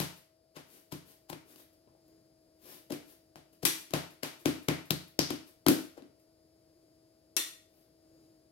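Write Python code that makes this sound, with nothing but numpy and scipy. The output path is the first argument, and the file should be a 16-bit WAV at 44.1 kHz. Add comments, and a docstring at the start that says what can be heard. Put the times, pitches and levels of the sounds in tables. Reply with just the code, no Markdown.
"""In a small, hard-walled kitchen, a hand pats and slaps a long slab of soft dough on a worktop.
Each pat is a thump of squeezed air and a moist smack of skin; a harder one makes a shorter contact.
A moment later the palm peels off the sticky dough, and now and then it strokes along it.
Twice something hard clacks nearby. Worktop and room boom softly, and an appliance hums faintly."""
import sys
import numpy as np
from scipy import signal
from scipy.fft import rfft, irfft
from scipy.io import wavfile

SR = 44100
rng = np.random.default_rng(int(sys.argv[2]) if len(sys.argv) > 2 else 0)


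def wav_out(sig):
    """Save sig, one row per channel (or a flat mono array), as 16-bit PCM at SR to the path in sys.argv[1]."""
    wavfile.write(sys.argv[1], SR, np.round(np.clip(np.atleast_2d(sig).T, -1, 1) * 32767).astype(np.int16))


N = 375291
TIME = np.arange(N) / SR
NEAR = np.arange(-1024, 3072) / SR   # seconds around one contact

# The hand landing on the dough. Each row: start in seconds, thud, thump and smack levels in dB,
# smack tilt in dB per octave, air pocket pitch in Hz, air pocket boost in dB.
PATS = [ (0.002, -28.5, -32.5, -29, 1.5, 930, 3.5), (0.567, -49.5, -46, -43.5, -0.5, 3860, -1),
        (0.924, -36.5, -36.5, -38.5, 2, 990, 6.5), (1.300, -43.5, -41.5, -37.5, 3, 900, 15.5),
        (1.331, -43.5, -42, -38.5, -1, 2250, 5.5), (1.56, -69, -58, -54, 3, 2000, -5),
        (1.875, -78, -69, -59.5, -7.5, 990, 6), (1.952, -81, -82, -64.5, -13, 790, 14),
        (2.082, -74, -70, -67, 10, 600, 28), (2.906, -65, -33, -36, 2.5, 477, 29.5),
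        (2.923, -42, -34, -38, 1.5, 2260, 3), (3.358, -52.5, -53, -47, 0, 660, 9),
        (3.633, -33.5, -34.5, -36, 3, 500, 20), (3.908, -57, -48.5, -49, 1, 595, -5),
        (3.938, -27.5, -28, -24.5, -0.5, 635, 3), (4.2332, -45, -36.5, -30, 0.5, 2315, 2),
        (4.458, -28, -19, -25.5, 0.2, 2450, 2), (4.686, -25, -23, -23.5, -1, 2140, 5.5),
        (4.9072, -26.5, -29.5, -21, 1.5, 4120, 5.5), (5.192, -28.5, -26, -19, 0.2, 5210, 14),
        (5.306, -40.5, -28, -31.5, 0.25, 2970, 2.5), (5.666, -25.5, -18, -22, -0.6, 1500, 6),
        (5.685, -34.5, -14, -18.5, 3.6, 481, 16), (5.979, -60.5, -50, -43.5, -1.5, 466, 15.5),
        (6.023, -71, -46, -54.5, -2, 483, 5)]


def pats(room_equal_m=0.4):
    """Every pat is a deep thud and a thump under a smack; returns the direct sound and the room send."""
    # The hand works twice down the slab towards the microphone.
    # Each row: time in seconds, distance in metres.
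    hand_distance = [(0.5, 0.39), (1.33, 0.16), (2.0, 0.32), (4.3, 0.31), (4.68, 0.26), (4.91, 0.13),
                     (5.3, 0.24), (5.9, 0.25)]
    direct, radiated = np.zeros((2, N))
    click = 1.0 * (NEAR == 0)   # over all directions the tiny contacts average to one smooth click
    for s, thud_db, thump_db, smack_db, *colour in PATS:
        body = from_db(thump_db) * thump(hz=288.6, swell_s=0.0028)
        body += from_db(thud_db) * thump(hz=165, swell_s=0.003)
        skin = skin_contacts(contact_time(smack_db))
        add(direct, s, body + from_db(smack_db) * smack(skin, *colour))
        room_share = np.interp(s, *np.transpose(hand_distance)) / room_equal_m   # farther is wetter
        add(radiated, s, body + room_share * from_db(smack_db) * smack(click, *colour))
    return direct, radiated


def thump(hz, swell_s, lag_s=0.0011):
    """Just after contact, air and dough give way under the palm: a few heavily damped swings."""
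    t = np.maximum(NEAR - lag_s, 0)
    return unit_burst(t * np.exp(-t / swell_s) * np.cos(2 * np.pi * hz * t))


def smack(contact, tilt_db, pocket_hz, pocket_db, pocket_q=4.5):
    """Moist skin meets the dough; a trapped air pocket colours the sound."""
    # The tone of skin on dough. Each row: frequency in Hz, level in dB.
    smack_spectrum = [(100, -7), (300, -2), (600, 0), (1200, -7.5), (2400, -9), (4800, -10), (8000, -17),
                      (12000, -12.5), (16000, -23)]
    burst = coloured(contact, smack_spectrum, tilt_db)
    pocket = resonance(burst, pocket_hz, pocket_hz / pocket_q)
    return unit_burst(burst + (from_db(pocket_db) - 1) * pocket)


def skin_contacts(contact_s, skirt_db=-20, approach_ratio=1.3, settle_s=0.016):
    """The palm closes in a rush of tiny contacts, then settles."""
    closing = np.exp(-np.abs(NEAR) / contact_s)
    skirt = np.exp(np.where(NEAR < 0, NEAR / (approach_ratio * contact_s), -NEAR / settle_s))
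    return grains(len(NEAR), spread_db=8) * (closing + from_db(skirt_db) * skirt)


def contact_time(smack_db, firm_db=-30, firm_s=0.0016, halving_db=7.5, fingertip_s=0.0007):
    """A harder pat flattens the dough sooner; fingertips alone touch only briefly."""
    if smack_db < -45.5:   # pats this light land on the fingertips
        return fingertip_s
    return firm_s * 2 ** ((firm_db - smack_db) / halving_db)


def brushes(ticks_per_s=350, tick_db=16, hiss_db=-10):
    """Skin slides and peels on the dough: a grainy rub with sticky ticks; peeling adds a fine hiss."""
    # Strokes along the dough. Each row: middle in seconds, half length in seconds, level in dB.
    strokes = [(1.597, 0.022, -54), (2.704, 0.069, -49.5), (7.779, 0.077, -69.5), (8.218, .04, -78.5)]
    # The tone of rubbing skin. Each row: frequency in Hz, level in dB.
    rub_spectrum = [(100, -7.5), (350, 7), (900, -10), (2500, -10), (5500, -9), (7800, -14), (12000, -3),
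                    (16000, -8.5)]
    peel = peeling()
    stroke = sum(from_db(db) * swell(s, half_s) for s, half_s, db in strokes)
    ticks = (rng.random(N) < ticks_per_s / SR) * from_db(tick_db) * rng.standard_normal(N)
    rub = rms_one(coloured(rng.standard_normal(N) + ticks, rub_spectrum))
    hiss = rms_one(resonance(grains(N, spread_db=2.5), hz=10700, width_hz=4500))
    return (peel + stroke) * rub + from_db(hiss_db) * peel * hiss


def peeling(lift_after_s=0.175, under_smack_db=-13.5, limit_db=-57):
    """Envelope of the palm coming off the dough after each pat, unless another pat lands first."""
    level = 0
    next_times = [row[0] for row in PATS[1:]] + [np.inf]
    for (s, _, _, smack_db, *_), next_s in zip(PATS, next_times):
        if next_s > s + lift_after_s:
            peel_db = min(smack_db + under_smack_db, limit_db)   # a harder pat sticks more
            half_s = 11 * contact_time(smack_db)   # a slower one sticks longer
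            level = level + from_db(peel_db) * swell(s + lift_after_s, half_s)
    return level


def clacks(chatter_s=0.0065):
    """A hard part snaps home with chatter, a bright ring and a dull knock; direct sound and room send."""
    # The clacks. Each row: start in seconds, level in dB, tilt in dB per octave, knock level in dB,
    # ring gain in dB.
    hits = [(3.652, -17, 0.6, -28, -6.5), (7.366, -20.5, 1, -38, 4)]
    # The tone of the hard contact. Each row: frequency in Hz, level in dB.
    clack_spectrum = [(150, -25), (400, -1.5), (1000, -6), (2200, -1), (5500, -1), (8000, -2.5),
                      (12000, 0.5), (16000, -11)]
    # The ring of the part. Each row: pitch in Hz, gain in dB, seconds to fall 60 dB.
    clack_modes = [(1896, 2.5, 0.04), (2698, 10, .07), (3560, 11, 0.068), (4170, 8, 0.031), (5770, 8, 0.04),
                   (7500, 7, .04), (8590, -13.5, 0.0243), (9930, 1.5, 0.048), (11200, -14, 0.05),
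                   (12500, -10, 0.035)]
    direct, radiated = np.zeros((2, N))
    for s, db, tilt_db, knock_db, ring_db in hits:
        chatter = grains(len(NEAR), spread_db=-2.4) * (NEAR >= 0) * np.exp(-np.abs(NEAR) / chatter_s)
        snap = unit_burst(1.0 * (NEAR == 0)) + from_db(-6.5) * unit_burst(chatter)
        for track, contact in ((direct, chatter), (radiated, snap)):
            burst = coloured(contact, clack_spectrum, tilt_db)
            ringing = from_db(ring_db) * ring(burst, clack_modes)
            add(track, s, from_db(db) * unit_burst(burst + ringing))
            add(track, s, from_db(knock_db) * thump(hz=325, swell_s=0.0041))
    return direct, radiated


def boom(x, level_db=-5, delay_s=0.00569):
    """Worktop and room ring on in their low modes just after each contact."""
    # The low resonances. Each row: pitch in Hz, gain in dB, seconds to fall 60 dB.
    low_modes = [(86, 8, .36), (122, -3, .26), (148, 6, .33), (175, 8, .3), (207, 1, .3), (242, 1, .23),
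                 (297, 4, .28), (324, 5, .31), (360, 2, .25), (442, 2, .24), (513, 3, .26)]
    ringing = np.interp(TIME - delay_s, TIME, ring(x, low_modes), left=0)
    return from_db(level_db) * from_left(ringing, right_db=-1.5)


def kitchen(x, first_echo_s=0.003, build_s=0.001, tail_s=0.7, right_db=-3):
    """Dense wall reflections, dying at their own pace in each octave."""
    # The reverb's length. Each row: frequency in Hz, seconds to fall 60 dB.
    room_t60 = [(100, .34), (300, .31), (800, .39), (2000, .42), (5000, .42), (9000, .39), (15000, .34)]
    # The reverb's tone. Each row: frequency in Hz, gain on the room send in dB.
    room_db = [(60, -13.5), (125, -11), (250, -4), (500, -3), (1000, 2.5), (2500, 3), (5000, 0.5),
               (9000, 0.5), (15000, -2)]
    t = np.arange(int(tail_s * SR)) / SR
    hz = np.fft.rfftfreq(len(t), 1 / SR)
    white = rfft(rng.standard_normal((2, len(t))))
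    centres = np.geomspace(62, 16000, 9)
    onset = 1 - np.exp(-np.maximum(t - first_echo_s, 0) / build_s)
    response = 0
    for centre, share in zip(centres, np.eye(len(centres))):
        band = irfft(white * np.interp(np.log(hz + 1), np.log(centres), share), len(t))
        decay = onset * from_db(-60 * t / at_hz(room_t60, centre))
        response = response + band * decay / np.linalg.norm(decay) * from_db(at_hz(room_db, centre))
    return signal.fftconvolve(x[None], response, axes=1)[:, :N] * from_db([[0], [right_db]])


def appliance(ride_db):
    """An appliance on the left hums and whines in a few wavering tones."""
    # Its tones. Each row: pitch in Hz, width in Hz, resting level in dB, right side gain in dB,
    # share of the level ride from 0 to 1.
    tones = [(322.3, 5.1, -70.5, -1.5, 0.8), (639.6, 4.5, -70, -9, 0), (4440, 520, -83, -6.5, 0.2),
             (5000, 99, -79, -1.5, 0.3), (6900, 150, -91.5, 2, 0.8)]
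    hum = 0
    for hz, width_hz, db, right_db, share in tones:
        # a drifting phase widens the tone
        wander = np.cumsum(rng.standard_normal(N)) * np.sqrt(2 * np.pi * width_hz / SR)
        tone = rms_one(np.sin(2 * np.pi * hz * TIME + wander))
        hum = hum + from_left(from_db(db + share * ride_db) * tone, right_db)
    return hum


def room_air(ride_db, resting_db=-68, ride_share=0.32, right_db=-4, shared_below_hz=600):
    """A soft bed of room air, alike on both sides in the bass."""
    # The room tone. Each row: frequency in Hz, level in dB.
    air_spectrum = [(20, -12.5), (45, 4), (80, 2.5), (150, 0), (230, -7.5), (330, -2), (400, -3),
                    (520, -3.5), (950, -18), (3000, -25), (8000, -25), (10500, -19.5), (16000, -31)]
    left, apart = coloured(rng.standard_normal((2, N)), air_spectrum)
    right = apart + signal.lfilter(*signal.butter(1, shared_below_hz, fs=SR), left - apart)
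    air = np.array([rms_one(left), from_db(right_db) * rms_one(right)])
    return from_db(resting_db + ride_share * ride_db) * air


def background():
    """The whole background fades in at the start; later the hum swells briefly a few times."""
    # The level ride: first the fade-in, then the brief swells.
    # Each row: middle in seconds, half length in seconds, full change in dB.
    level_ride = [(0.25, 0.9, -10), (2.13, 0.1, 8.5), (6.893, 0.34, 3), (8.204, 0.19, 9.5)]
    ride_db = sum(db * swell(s, half_s) for s, half_s, db in level_ride)
    return room_air(ride_db) + appliance(ride_db)


def from_db(db):
    return 10 ** (np.asarray(db) / 20)


def rms_one(x):
    return x / np.sqrt(np.mean(x ** 2) + 1e-20)


def unit_burst(x):
    """Scale a burst to the energy of 10 ms at rms 1."""
    return x / np.sqrt(np.sum(x ** 2) / (SR / 100) + 1e-20)


def at_hz(points, hz):
    """Read a table on a log-frequency axis."""
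    table_hz, value = np.transpose(points)
    return np.interp(np.log(hz + 1), np.log(table_hz), value)


def coloured(x, spectrum, tilt_db=0):
    """Shape x with a spectrum, tilted above 500 Hz by tilt_db an octave around 2 kHz."""
    hz = np.fft.rfftfreq(x.shape[-1], 1 / SR)
    octaves = np.log2(np.maximum(hz, 500) / 2000)
    return irfft(rfft(x) * from_db(at_hz(spectrum, hz) + tilt_db * octaves), x.shape[-1])


def resonance(x, hz, width_hz):
    """Two-pole band-pass with gain 1 at its peak."""
    r = np.exp(-np.pi * width_hz / SR)
    feedback = [1, -2 * r * np.cos(2 * np.pi * hz / SR), r * r]
    return signal.lfilter(np.array([1, 0, -1]) * (1 - r * r) / 2, feedback, x + 1e-18)


def ring(x, modes):
    """Drive parallel decaying modes of alternating polarity."""
    return sum((-1) ** k * from_db(db) * resonance(x, hz, np.log(1000) / (np.pi * t60))
               for k, (hz, db, t60) in enumerate(modes))


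def grains(size, spread_db):
    """Tiny contacts of uneven strength."""
    return rng.standard_normal(size) * from_db(spread_db * np.clip(rng.standard_normal(size), -2, 2))


def swell(s, half_s):
    """A smooth rise and fall of height 1 around s."""
    return np.exp(-np.minimum(((TIME - s) / half_s) ** 2, 100))


def add(track, s, burst):
    """Lay a burst into the track with its contact at s."""
    at = round(s * SR) + np.round(NEAR * SR).astype(int)
    inside = (at >= 0) & (at < N)
    track[at[inside]] += burst[inside]


def from_left(x, right_db, shadow_hz=5000, lag_s=0.00024):
    """A source on the left reaches the right microphone later and duller, with its own gain."""
    shadowed = signal.lfilter(*signal.butter(1, shadow_hz, fs=SR), x)
    return np.array([x, from_db(right_db) * np.roll(shadowed, round(lag_s * SR))])


def scene():
    """Hand and clacks sit to the left and feed the boom and the kitchen reverb, over the background."""
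    hand, hand_radiated = pats()
    clack, clack_radiated = clacks()
    rub = brushes()
    direct = from_left(hand + rub, right_db=-8) + from_left(clack, right_db=-17.5)
    radiated = hand_radiated + rub + from_db(-2.5) * clack_radiated
    return direct + boom(radiated) + kitchen(radiated) + background()


def record(dry):
    """The microphones lose the deepest bass; the top is cut steeply."""
    low_cut_hz, high_cut_hz = 78, 15900
    thin = signal.sosfilt(signal.butter(2, low_cut_hz, "high", fs=SR, output="sos"), dry)
    return signal.sosfilt(signal.ellip(10, .2, 80, high_cut_hz, fs=SR, output="sos"), thin)


dry = scene()
out = record(dry)
wav_out(out)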